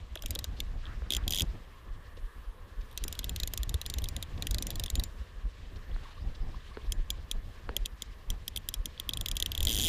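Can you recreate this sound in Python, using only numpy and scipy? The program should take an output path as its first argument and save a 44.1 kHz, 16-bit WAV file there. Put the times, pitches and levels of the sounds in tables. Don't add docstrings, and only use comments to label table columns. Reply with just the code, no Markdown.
import sys
import numpy as np
from scipy import signal
from scipy.fft import rfft, irfft
from scipy.io import wavfile
from scipy.ndimage import uniform_filter1d

SR = 44100
rng = np.random.default_rng(int(sys.argv[2]) if len(sys.argv) > 2 else 0)


def gain_from_db(level_db):
    decades = np.asarray(level_db, float) / 20
    return 10 ** decades


def pcm_store(signal):
    levels = np.round(np.clip(np.atleast_2d(signal), -1, 1) * 32767)
    wavfile.write(sys.argv[1], SR, levels.astype(np.int16).T)


N = 435708
SNAP_LEN = 2048


def band(lo_hz, hi_hz, length=N):
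    sos = signal.butter(2, [lo_hz, hi_hz], "band", fs=SR, output="sos")
    y = signal.sosfilt(sos, rng.standard_normal(length))
    return y / y.std()


def walk(rate_hz):
    hold = int(SR / rate_hz)
    steps = np.repeat(rng.standard_normal(N // hold + 1), hold)
    slewed = uniform_filter1d(uniform_filter1d(steps, hold), hold)[:N]
    return 2 * np.tanh(.85 * slewed)


def add(out, times, rows):
    for s, row in zip(times, rows):
        i = max(int(s * SR), 0)
        out[i:i + len(row)] += row[:len(out) - i]


def chatter(count, swell_ms, tail_ms, tail_db, strike=0):
    ms = np.arange(SNAP_LEN // 2) * 1000 / SR
    bell = np.exp(-(ms / swell_ms - 2) ** 2)
    onset = 1 - np.exp(-(ms / swell_ms / 2) ** 2)
    tail = gain_from_db(tail_db) * onset * np.exp(-ms / tail_ms)
    return (bell + tail) * rng.standard_normal((count, len(ms))) + strike * (bell == bell.max())


def resonate(burst, modes, scatter_db, detune, shift=1):
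    f = np.arange(SNAP_LEN // 2 + 1) * SR / SNAP_LEN + 1
    chance = rng.standard_normal((len(burst), len(modes), 2))
    response = 0
    for k, (hz, width, db) in enumerate(modes):
        centre = shift * hz * (1 + detune * chance[:, k, :1])
        weight = (-1) ** k * gain_from_db(db + scatter_db * chance[:, k, 1:])
        response = response + weight / (1 + 1j * (f - centre ** 2 / f) / width) ** 2
    return irfft(rfft(burst, SNAP_LEN) * response, SNAP_LEN)


def peak_to(rows, db):
    top = uniform_filter1d(2 * rows ** 2, size=40, axis=1).max(axis=1)
    return rows * (gain_from_db(db) / np.sqrt(top))[:, None]


def reel():
    return winding() + paying_out() + bounces()


# t/s, rattle level/dB, frame level/dB, frame f/Hz, rim level/dB
WIND_FIRST = [(0.1552, -33, -37.5, 3270, -70), (0.2224, -30.0, -45, 3220.0, -55),
              (0.26, -25.5, -36, 3240.0, -55), (0.3068, -19.5, -42, 3770.0, -61.0),
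              (0.3515, -24.0, -40, 3590.0, -64.0), (0.39, -25, -34.5, 3940, -68.5),
              (0.4425, -25, -34.5, 3800, -73.0), (0.6027, -26, -31, 3460, -76.0)]
WIND_SECOND = [(2.9755, -23.5, -34, 3280, -68), (3.0386, -24.0, -38, 3260.0, -49),
               (3.0804, -24, -39.5, 3330, -62), (3.1261, -25, -38.5, 3480.0, -63.5),
               (3.191, -23.5, -32.5, 3360, -69.0), (3.243, -24.5, -34.5, 3620, -62.0),
               (3.294, -23, -35, 3400, -64.5), (3.3614, -26, -36, 3500, -66),
               (3.4003, -26.5, -32.5, 3740, -49), (3.4334, -25.5, -30, 3970.0, -64.5),
               (3.4745, -22.5, -39.0, 3560.0, -64.0), (3.5363, -21.5, -36.5, 3230, -63),
               (3.5754, -22, -38, 3450.0, -61), (3.6319, -25.0, -36.5, 3330, -74.0),
               (3.6935, -26, -39.5, 3700, -69.0), (3.7421, -24.5, -34.5, 3570, -66),
               (3.8147, -26.5, -36, 3400, -71), (3.8625, -25, -35.5, 3510, -50),
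               (3.8998, -25.5, -36.5, 3770, -51), (3.939, -26, -34, 3600.0, -52),
               (3.9843, -25.5, -39.0, 3460, -62), (4.0411, -26, -37, 3700, -60),
               (4.087, -23.5, -39.5, 4020.0, -55), (4.1644, -26.5, -35.5, 3380, -59),
               (4.2261, -25, -35.0, 3620, -66.5)]
WIND_THIRD = [(4.4233, -26.0, -31.5, 3440, -58), (4.4694, -22.5, -30.5, 3160, -67.5),
              (4.5097, -22.5, -35, 3880, -69.0), (4.545, -23.5, -30.5, 3960, -61),
              (4.584, -25.5, -32, 3800, -50), (4.6242, -21.5, -34.5, 3670.0, -55.5),
              (4.6686, -23.5, -42, 3460.0, -49), (4.7046, -23.5, -39.5, 3620, -54),
              (4.7561, -28.5, -42, 4050.0, -68), (4.7969, -22.5, -33.5, 3720.0, -62),
              (4.8374, -23.5, -33.5, 3400, -67), (4.8609, -27, -36, 3520.0, -71.0),
              (4.901, -23, -35.0, 3620.0, -68.5), (4.9544, -24, -32.5, 3810.0, -44),
              (4.9968, -26, -34.5, 3820, -62), (5.037, -25, -38.5, 3700, -46)]
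# f/Hz, width/Hz, level/dB
FRAME_IN = [(3600, 760, 2.5), (4360, 200, -5.5), (3160, 280, -6.5)]


def winding():
    s, rattle_db, frame_db, hz, rim_db = np.transpose(WIND_FIRST + WIND_SECOND + WIND_THIRD)
    tilt_db = 2.5 * rng.uniform(-0.38, 0.35, len(s))
    return snaps(s, rattle_db, frame_db, tilt_db, rim_db, FRAME_IN, hz / FRAME_IN[0][0],
                 strike=6, knock_tail_db=0, seat_db=-16, butt_db=-17)


# t/s, rattle level/dB, frame level/dB, spool-over-pawl level/dB, rim level/dB
CREEP = [(6.9214, -20, -32, 1, -56.5), (7.1034, -21, -27.5, 0, -51), (7.3132, -21.5, -28.5, -0.5, -57),
         (7.7654, -18, -25.5, -2.5, -72.5), (7.8582, -22.5, -30, 0, -66.0), (8.0209, -24, -33, 0.5, -63),
         (8.3024, -22.5, -32.5, 0, -65), (8.4793, -21.5, -30.5, -1.5, -66.0), (8.5616, -23, -31.5, 2, -56),
         (8.6878, -19, -31.5, -2.0, -68.5), (8.7403, -21.5, -33.5, -2.5, -66),
         (8.8566, -22.5, -33.5, 0.0, -76.5), (8.9985, -25, -30, -2.5, -66.0),
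         (9.0913, -21.5, -25.5, -2.5, -74.5), (9.1347, -24.5, -29.5, 1.0, -57),
         (9.172, -25.5, -32, -3.5, -76.0), (9.2108, -26, -32.5, -4, -53), (9.2597, -24, -28.5, -1, -57),
         (9.2849, -22, -32.5, 0, -65.5), (9.3139, -22, -30.5, 0.5, -66.5), (9.3676, -21, -30, 0, -57),
         (9.4006, -21, -31, 0.5, -59), (9.4245, -20.0, -22.5, -0.5, -52), (9.4604, -22, -26.5, -1, -64.0),
         (9.5177, -26.5, -29.5, -4, -63.0), (9.5502, -27, -30.5, 0, -67.5),
         (9.5775, -26.0, -29.5, -3, -49.5), (9.6051, -24, -27.5, -2.5, -51),
         (9.6288, -20.5, -33.5, -2, -51), (9.6509, -16.0, -37, 0.5, -53)]
# f/Hz, width/Hz, level/dB
FRAME_OUT = [(3280, 480, 3.5), (3800, 500, -7.5), (4450, 500, -14), (2600, 200, -15)]


def paying_out():
    s, rattle_db, frame_db, tilt_db, rim_db = np.transpose(CREEP + runs())
    return snaps(s, rattle_db, frame_db, tilt_db, rim_db, FRAME_OUT, np.ones(len(s)),
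                 strike=8, knock_tail_db=-5, seat_db=-22, butt_db=-20)


# t/s, rattle level/dB, frame level/dB, spool-over-pawl level/dB
RUNS = [
    [(1.105, -22.5, -24.5, -1.5), (1.1217, -22.5, -27, 0), (1.1353, -23.5, -26.5, 2.0),
     (1.1487, -23, -29, 1.5), (1.1662, -20.5, -28.5, 0)],
    [(1.2788, -20.5, -28, 0.0), (1.3069, -18.5, -33, -1), (1.3226, -22, -30, 1), (1.3349, -24, -25.5, -0.0),
     (1.3462, -22.0, -31, 0), (1.3573, -25.5, -33.0, -3), (1.3637, -28, -32, 4), (1.3748, -24.0, -31, 0.5),
     (1.3856, -22, -28, 0.5), (1.3962, -21, -27, 1), (1.4065, -22, -24.5, -1.5), (1.4198, -19.5, -34, 0)],
    [(9.6702, -21, -23.5, -1), (9.6829, -25.0, -29, -1.5), (9.6932, -22.0, -28.5, 0.0),
     (9.7021, -22.5, -28, -1), (9.7108, -22, -29, -3.0), (9.7194, -23, -32, -0.0), (9.7279, -22, -35.0, 1),
     (9.7367, -24.0, -34, -1.0), (9.7461, -21.0, -31.5, -0.5), (9.7558, -23.0, -31, -4.0),
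     (9.7657, -21, -30, -2.5), (9.7757, -23.0, -29.5, 0.5), (9.7863, -20.5, -33, 1.5),
     (9.797, -20, -27.5, 3.0), (9.8065, -22.5, -29, -1), (9.815, -20.0, -34.0, 1.5),
     (9.8229, -21, -31, 1.5), (9.8301, -23, -34.0, 0), (9.8366, -22, -28, 1.0), (9.8434, -20.0, -31, 1),
     (9.8495, -23, -27.5, -2.0), (9.8557, -22.5, -28.5, -1.5), (9.8615, -23.0, -27, 1),
     (9.8675, -22.5, -28, 1.0), (9.8735, -22.0, -35, 0.5)] + [(9.879, -24, -22, 0)],
]


def runs():
    rebound_at, rattle_drop_db, frame_drop_db = .55, -19, -17
    rim_base_db = -66
    rows = []
    for run in RUNS:
        teeth = np.array(run)
        chance = rng.uniform(-4, 4, (len(teeth), 3))
        s = teeth[:-1, 0] + rebound_at * np.diff(teeth[:, 0])
        rebound_db = teeth[:-1, 1:3] + [rattle_drop_db, frame_drop_db] + chance[1:, :2]
        rebound_rim_db = rim_base_db + rattle_drop_db + chance[1:, 2]
        rows += list(np.c_[teeth, rim_base_db + chance[:, 2]])
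        rows += list(np.c_[s, rebound_db, teeth[:-1, 3], rebound_rim_db])
    return rows


# f/Hz, width/Hz, level/dB
SPOOL = [(5000, 240, -4), (6040, 450, 0.5), (5730, 7600, -8.5), (7030, 480, 2.5)]
TIP = [(9280, 780, 11), (9900, 21400, -3.5), (12270, 490, 7), (13050, 760, 9), (15400, 1100, -1.5)]
SEAT = [(1990, 190, 5), (2560, 190, 4.5), (1590, 350, -4.5)]
# f/Hz, width/Hz, level/dB
RINGS = [(8950, 120, -34), (3900, 100, -28)]


def snaps(s, rattle_db, frame_db, tilt_db, rim_db, frame_modes, shift, strike, knock_tail_db, seat_db, butt_db):
    out, count = np.zeros(N), len(s)
    frame_db = frame_db + 6.5
    spool_db = rattle_db - 7 + tilt_db
    tip_db = rattle_db - 6.5 - tilt_db
    loudest_db = np.maximum(frame_db, spool_db)

    blow = chatter(count, .45, 2.2, knock_tail_db, strike)
    frame = peak_to(resonate(blow, frame_modes, 2, .012, shift[:, None]), frame_db)
    spool = peak_to(resonate(chatter(count, .45, 3.4, -4, strike=3), SPOOL, 2, .015), spool_db)
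    tip = peak_to(resonate(chatter(count, .45, 2.4, -4, strike=4), TIP, 1.5, .02), tip_db)
    body = frame + spool + tip
    rings = 0
    for hz, width, db in RINGS:
        gain = gain_from_db(db + 5 * rng.standard_normal((count, 1)))
        rings = rings + gain * peak_to(resonate(body, [(hz, width, 0)], 0, .005), spool_db)

    seat = peak_to(resonate(chatter(count, 0.99, 2.2, -13), SEAT, 4.0, 0.06), loudest_db + seat_db)
    butt_modes = [(230, 260, 0), (560, 380, -8)]
    butt = resonate(chatter(count, 1.6, 6.0, -10), butt_modes, 2.0, .15)
    butt = peak_to(butt, loudest_db + butt_db + 2 * rng.standard_normal(count))
    add(out, s - .0006, body + rings + seat + butt)

    t = np.arange(2 * SNAP_LEN) / SR
    rim_hz = 7140 * (1 + .003 * rng.standard_normal((count, 1)))
    decay = np.exp(-t / 0.014)
    add(out, s, gain_from_db(rim_db)[:, None] * decay * np.sin(2 * np.pi * rim_hz * t))
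    return out


# t/s, frame level/dB, pawl tip level/dB
BOUNCES = [(0.192, -43, -57), (0.284, -51, -51), (0.357, -24.5, -53), (1.2375, -48, -65),
           (8.5734, -25.5, -28.5), (0.1736, -35, -62), (0.236, -41, -49), (0.8542, -37, -74),
           (0.866, -40, -72), (3.152, -38, -47), (2.913, -47, -53), (2.928, -52, -53), (0.41, -48, -70),
           (4.975, -42, -65), (3.2313, -39, -69), (3.856, -35, -69), (4.02, -38, -39), (4.0572, -32.5, -51),
           (4.234, -38, -55), (4.713, -39, -45), (4.8807, -35, -64), (7.8535, -34, -80), (8.977, -39, -68),
           (9.0962, -47, -41), (9.1086, -35, -64), (9.3551, -38, -41), (9.376, -44, -55)]


def bounces():
    out, count = np.zeros(N), len(BOUNCES)
    s, frame_db, tip_db = np.transpose(BOUNCES)
    frame = peak_to(resonate(chatter(count, .6, 2.2, -9, strike=6), FRAME_OUT, 2.5, .015), frame_db)
    tip = peak_to(resonate(chatter(count, 0.25, 3.0, -3), SPOOL + TIP, 6.0, 0.024), tip_db)
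    add(out, s - .0009, frame + tip)
    return out


# t/s, peak level/dB, f/Hz, crack level/dB
KNOCKS = [(0.158, -34, 645, -1.5), (0.238, -38, 646, -3), (0.359, -32.5, 528, -7), (1.019, -37, 500, -3.5),
          (2.173, -38, 503, -20), (3.049, -31, 400, -10), (3.535, -38, 620, -2), (3.741, -35, 458, -8),
          (5.962, -38.5, 303, 1), (6.77, -27, 430, -5), (7.6905, -27.5, 473, 2)]


def knocks():
    out = np.zeros(N)
    crack_modes = [(850, 500, 2), (1550, 800, 0), (2900, 800, -13), (3800, 700, -14)]
    for s, db, hz, crack_db in KNOCKS:
        hollow_modes = [(hz, 150, 0), (hz * .55, 180, -5)]
        hollow = resonate(chatter(1, .6, 12.0, -17, strike=8), hollow_modes, 0, 0)
        crack = resonate(chatter(1, .45, 4.0, -12, strike=8), crack_modes, 1, .05)
        add(out, [s], peak_to(hollow, np.array([db - 3.0])))
        add(out, [s], peak_to(crack, np.array([db + crack_db])))
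    return out


# t/s, length/ms, f/Hz, level/dB
RUBS = [(4.38, 6, 3500, -52), (4.601, 30, 240, -44), (4.63, 14, 160, -45), (4.695, 25, 630, -50),
        (4.465, 12, 270, -48), (8.56, 34, 210, -49), (8.86, 29.3, 250, -53), (7.725, 94, 460, -54.5),
        (0.58, 37, 4000, -59), (9.78, 264, 283, -46), (.89, 126, 1570, -57.5), (1.06, 55, 1520, -58.5),
        (1.199, 88, 1500, -55.5), (2.175, 11, 3600, -60.5), (2.815, 10.4, 4100, -57.5),
        (3.0, 65, 3700, -58.5), (0.11, 30, 3400, -59), (0.45, 14, 1500, -55), (5.766, 15, 4000, -62),
        (6.07, 120, 1150, -61.5), (6.1, 250, 3600, -65.5), (6.355, 14, 4000, -60), (6.6, 140, 4100, -72),
        (6.87, 15, 4000, -60.5)]


def rubs():
    out, t = np.zeros(N), np.arange(-SR // 3, SR // 3) / SR
    for s, ms, hz, db in RUBS:
        grain = band(hz / 1.47, hz * 1.24, len(t))
        envelope = np.exp(-(t / (ms / 1800)) ** 4)
        add(out, [s - 1 / 3], [gain_from_db(db) * envelope * grain])
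    return out * gain_from_db(3.5 * walk(90))


# t/s, length/ms, start f/Hz, end f/Hz, level/dB
SQUEAKS = [(5.916, 10, 3210, 3300, -58), (5.945, 12, 3900, 3950, -60), (6.058, 10, 1050, 1150, -53),
           (6.09, 14, 1080, 1150, -57), (6.155, 7, 2950, 3100, -61), (6.181, 10, 1080, 1160, -53),
           (6.22, 39, 4650, 5200, -68), (6.43, 45, 4700, 5250, -70), (6.546, 7, 1010, 1100, -47),
           (6.607, 14, 3280, 3320, -64), (6.65, 12, 2950, 3300, -60), (6.675, 60, 2000, 5000, -65),
           (6.72, 14, 1050, 1120, -54), (6.745, 25, 5000, 3800, -65), (6.75, 25, 2250, 2150, -61),
           (6.818, 8, 3250, 3300, -59)]


def squeaks():
    out = np.zeros(N)
    for s, ms, from_hz, to_hz, db in SQUEAKS:
        u = np.linspace(0, 1, int(ms * SR / 700))
        wobble = 1 + .5 * uniform_filter1d(rng.standard_normal(len(u)), size=60)
        hz = from_hz * (to_hz / from_hz) ** u * wobble
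        tone = np.sin(2 * np.pi * np.cumsum(hz) / SR)
        add(out, [s - len(u) / SR / 2], [gain_from_db(db + 5) * np.sin(np.pi * u) ** 2 * tone])
    return out


# t/s, peak level/dB, f/Hz, strap rub level/dB
THUMPS = [(0.25, -30.5, 36.2, -41), (0.307, -29.5, 56.7, -38.5), (0.794, -31, 31.8, -45.5),
          (1.03, -27, 55.6, -43), (1.17, -26.5, 54, -39), (1.43, -23.5, 69, -29.5),
          (1.918, -29.5, 32.2, -67), (2.243, -26, 36, -70), (2.486, -29, 37, -68),
          (2.789, -26.5, 36.7, -59), (3.026, -27, 39, -43), (3.606, -25, 51, -47), (3.752, -21, 74, -42),
          (3.974, -25.5, 60, -39.5), (4.521, -26.5, 46.6, -50), (4.669, -37, 43, -34.5),
          (4.991, -22.5, 46, -30.5), (5.46, -23.5, 42.5, -42.5), (5.946, -24.5, 32.8, -61),
          (6.282, -24, 30.2, -43.5), (6.413, -27.5, 38, -64), (6.89, -23.5, 36.7, -55),
          (6.996, -21.5, 27.8, -39.5), (7.358, -25, 26.3, -38.5), (7.819, -25, 33.6, -47),
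          (8.306, -26.5, 31.8, -44), (8.795, -25, 35, -61), (9.326, -27, 35, -38), (9.679, -32, 49.6, -36),
          (9.853, -19, 46, -29)]


def thumps():
    swing, rub = np.zeros(N), np.zeros(N)
    half = 4410
    t, jolts = np.arange(-half, half) / SR, THUMPS + fidgets()
    for (s, db, hz, rub_db), (turn, slack) in zip(jolts, rng.random((len(jolts), 2))):
        bell = np.exp(-(t * hz / (0.61 + 0.31 * slack)) ** 2)
        cycles = turn + hz * t * (1 - 4.1 * t)
        add(swing, [s], [gain_from_db(db) * bell * np.cos(2 * np.pi * cycles)])
        add(rub, [s], [gain_from_db(rub_db - 8.5) * np.exp(-(t / 0.018) ** 2)])
    swing, rub = (np.append(v[half:], np.zeros(half)) for v in (swing, rub))
    return swing + rub * (band(68, 175) + gain_from_db(-7) * band(187, 303) + gain_from_db(-9.5) * band(200, 790))


def fidgets():
    per_s = 4
    chance = rng.random((int(per_s * N / SR), 4)).T
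    s = (np.arange(len(chance[0])) + chance[0]) / per_s
    db = moving_db(s) + 10 + 8 * (chance[1] - .5)
    hz = 43.8 * 2 ** (chance[2] - .4)
    rub_db = db - 15.5 + 5 * (chance[3] - .5)
    return list(zip(s, db, hz, rub_db))


# t/s, level/dB
MOTION = [(0.0, -43), (0.45, -42.5), (0.85, -44), (1.24, -39.5), (1.5, -42), (1.9, -49), (2.67, -51),
          (3.19, -40), (4.3, -40.5), (4.65, -37), (5.26, -45), (5.9, -44), (6.58, -42.5), (7.5, -44.5),
          (8.83, -43.5), (9.3, -42.5), (9.6, -37), (9.88, -34)]


def moving_db(s):
    return np.interp(s, *np.transpose(MOTION))


def motion():
    sway_db = moving_db(np.arange(N) / SR)
    rub_db = -55.5 + 1.2 * (sway_db + 44)
    rustle_db = -59 + 0.7 * (sway_db + 44)
    lurch = 3.5 * walk(22)
    sway = gain_from_db(sway_db - 2.5 + lurch) * (band(18.3, 32.2) + band(34.6, 83.3))
    creak = 6.5 * np.abs(walk(60))
    strap = band(57, 224) + gain_from_db(-3.5) * band(129, 377) + gain_from_db(-6.5) * band(477, 870)
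    rub = gain_from_db(rub_db - 13.5 + lurch + creak) * strap
    patches = 1.5 * walk(35)
    rustle = 0
    for hz, db in [(2300, -11.0), (3200, -10), (4200, -10.5), (5600, -13.5), (8000, -17.5)]:
        rustle = rustle + gain_from_db(rustle_db + db + patches + 2 * walk(60)) * band(hz / 1.495, hz * 0.99)
    return sway + rub + rustle


# f/Hz, density level/dB per Hz
STREAM = [(150, -9.5), (480, 4.5), (800, -7.5), (1080, 5), (1430, -4), (1750, 2), (2350, -15.5),
          (3300, -12), (5000, -32), (9000, -21.5), (15200, -22), (16000, -45)]


def stream():
    out, swell = 0, walk(1.0)
    hz, db = np.transpose(STREAM)
    f = np.arange(N // 2 + 1) * SR / N + 1
    colour = gain_from_db(np.interp(np.log(f), np.log(hz), db, left=-60, right=-90))
    for centre in 160 * 2 ** np.arange(0, 6.8, .4):
        share = np.exp(-(np.log2(f / centre) / 0.4) ** 2)
        water = irfft(rfft(rng.standard_normal(N)) * colour * share, N)
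        out = out + gain_from_db(swell + 2.14 * walk(14)) * water
    return out * gain_from_db(-59.5) / out.std()


def scene():
    return (reel() + knocks() + rubs() + squeaks() + thumps() + motion() + stream())[None]


def roll_off(x):
    return signal.sosfilt(signal.butter(12, 16630, fs=SR, output="sos"), x)


def record(dry):
    low_cut = signal.butter(2, 14, "high", fs=SR, output="sos")
    top_cut = signal.ellip(6, .3, 22, 15350, fs=SR, output="sos")
    mix = signal.sosfilt(np.vstack([low_cut, top_cut]), dry)
    return roll_off(mix)


dry = scene()
out = record(dry)
pcm_store(out)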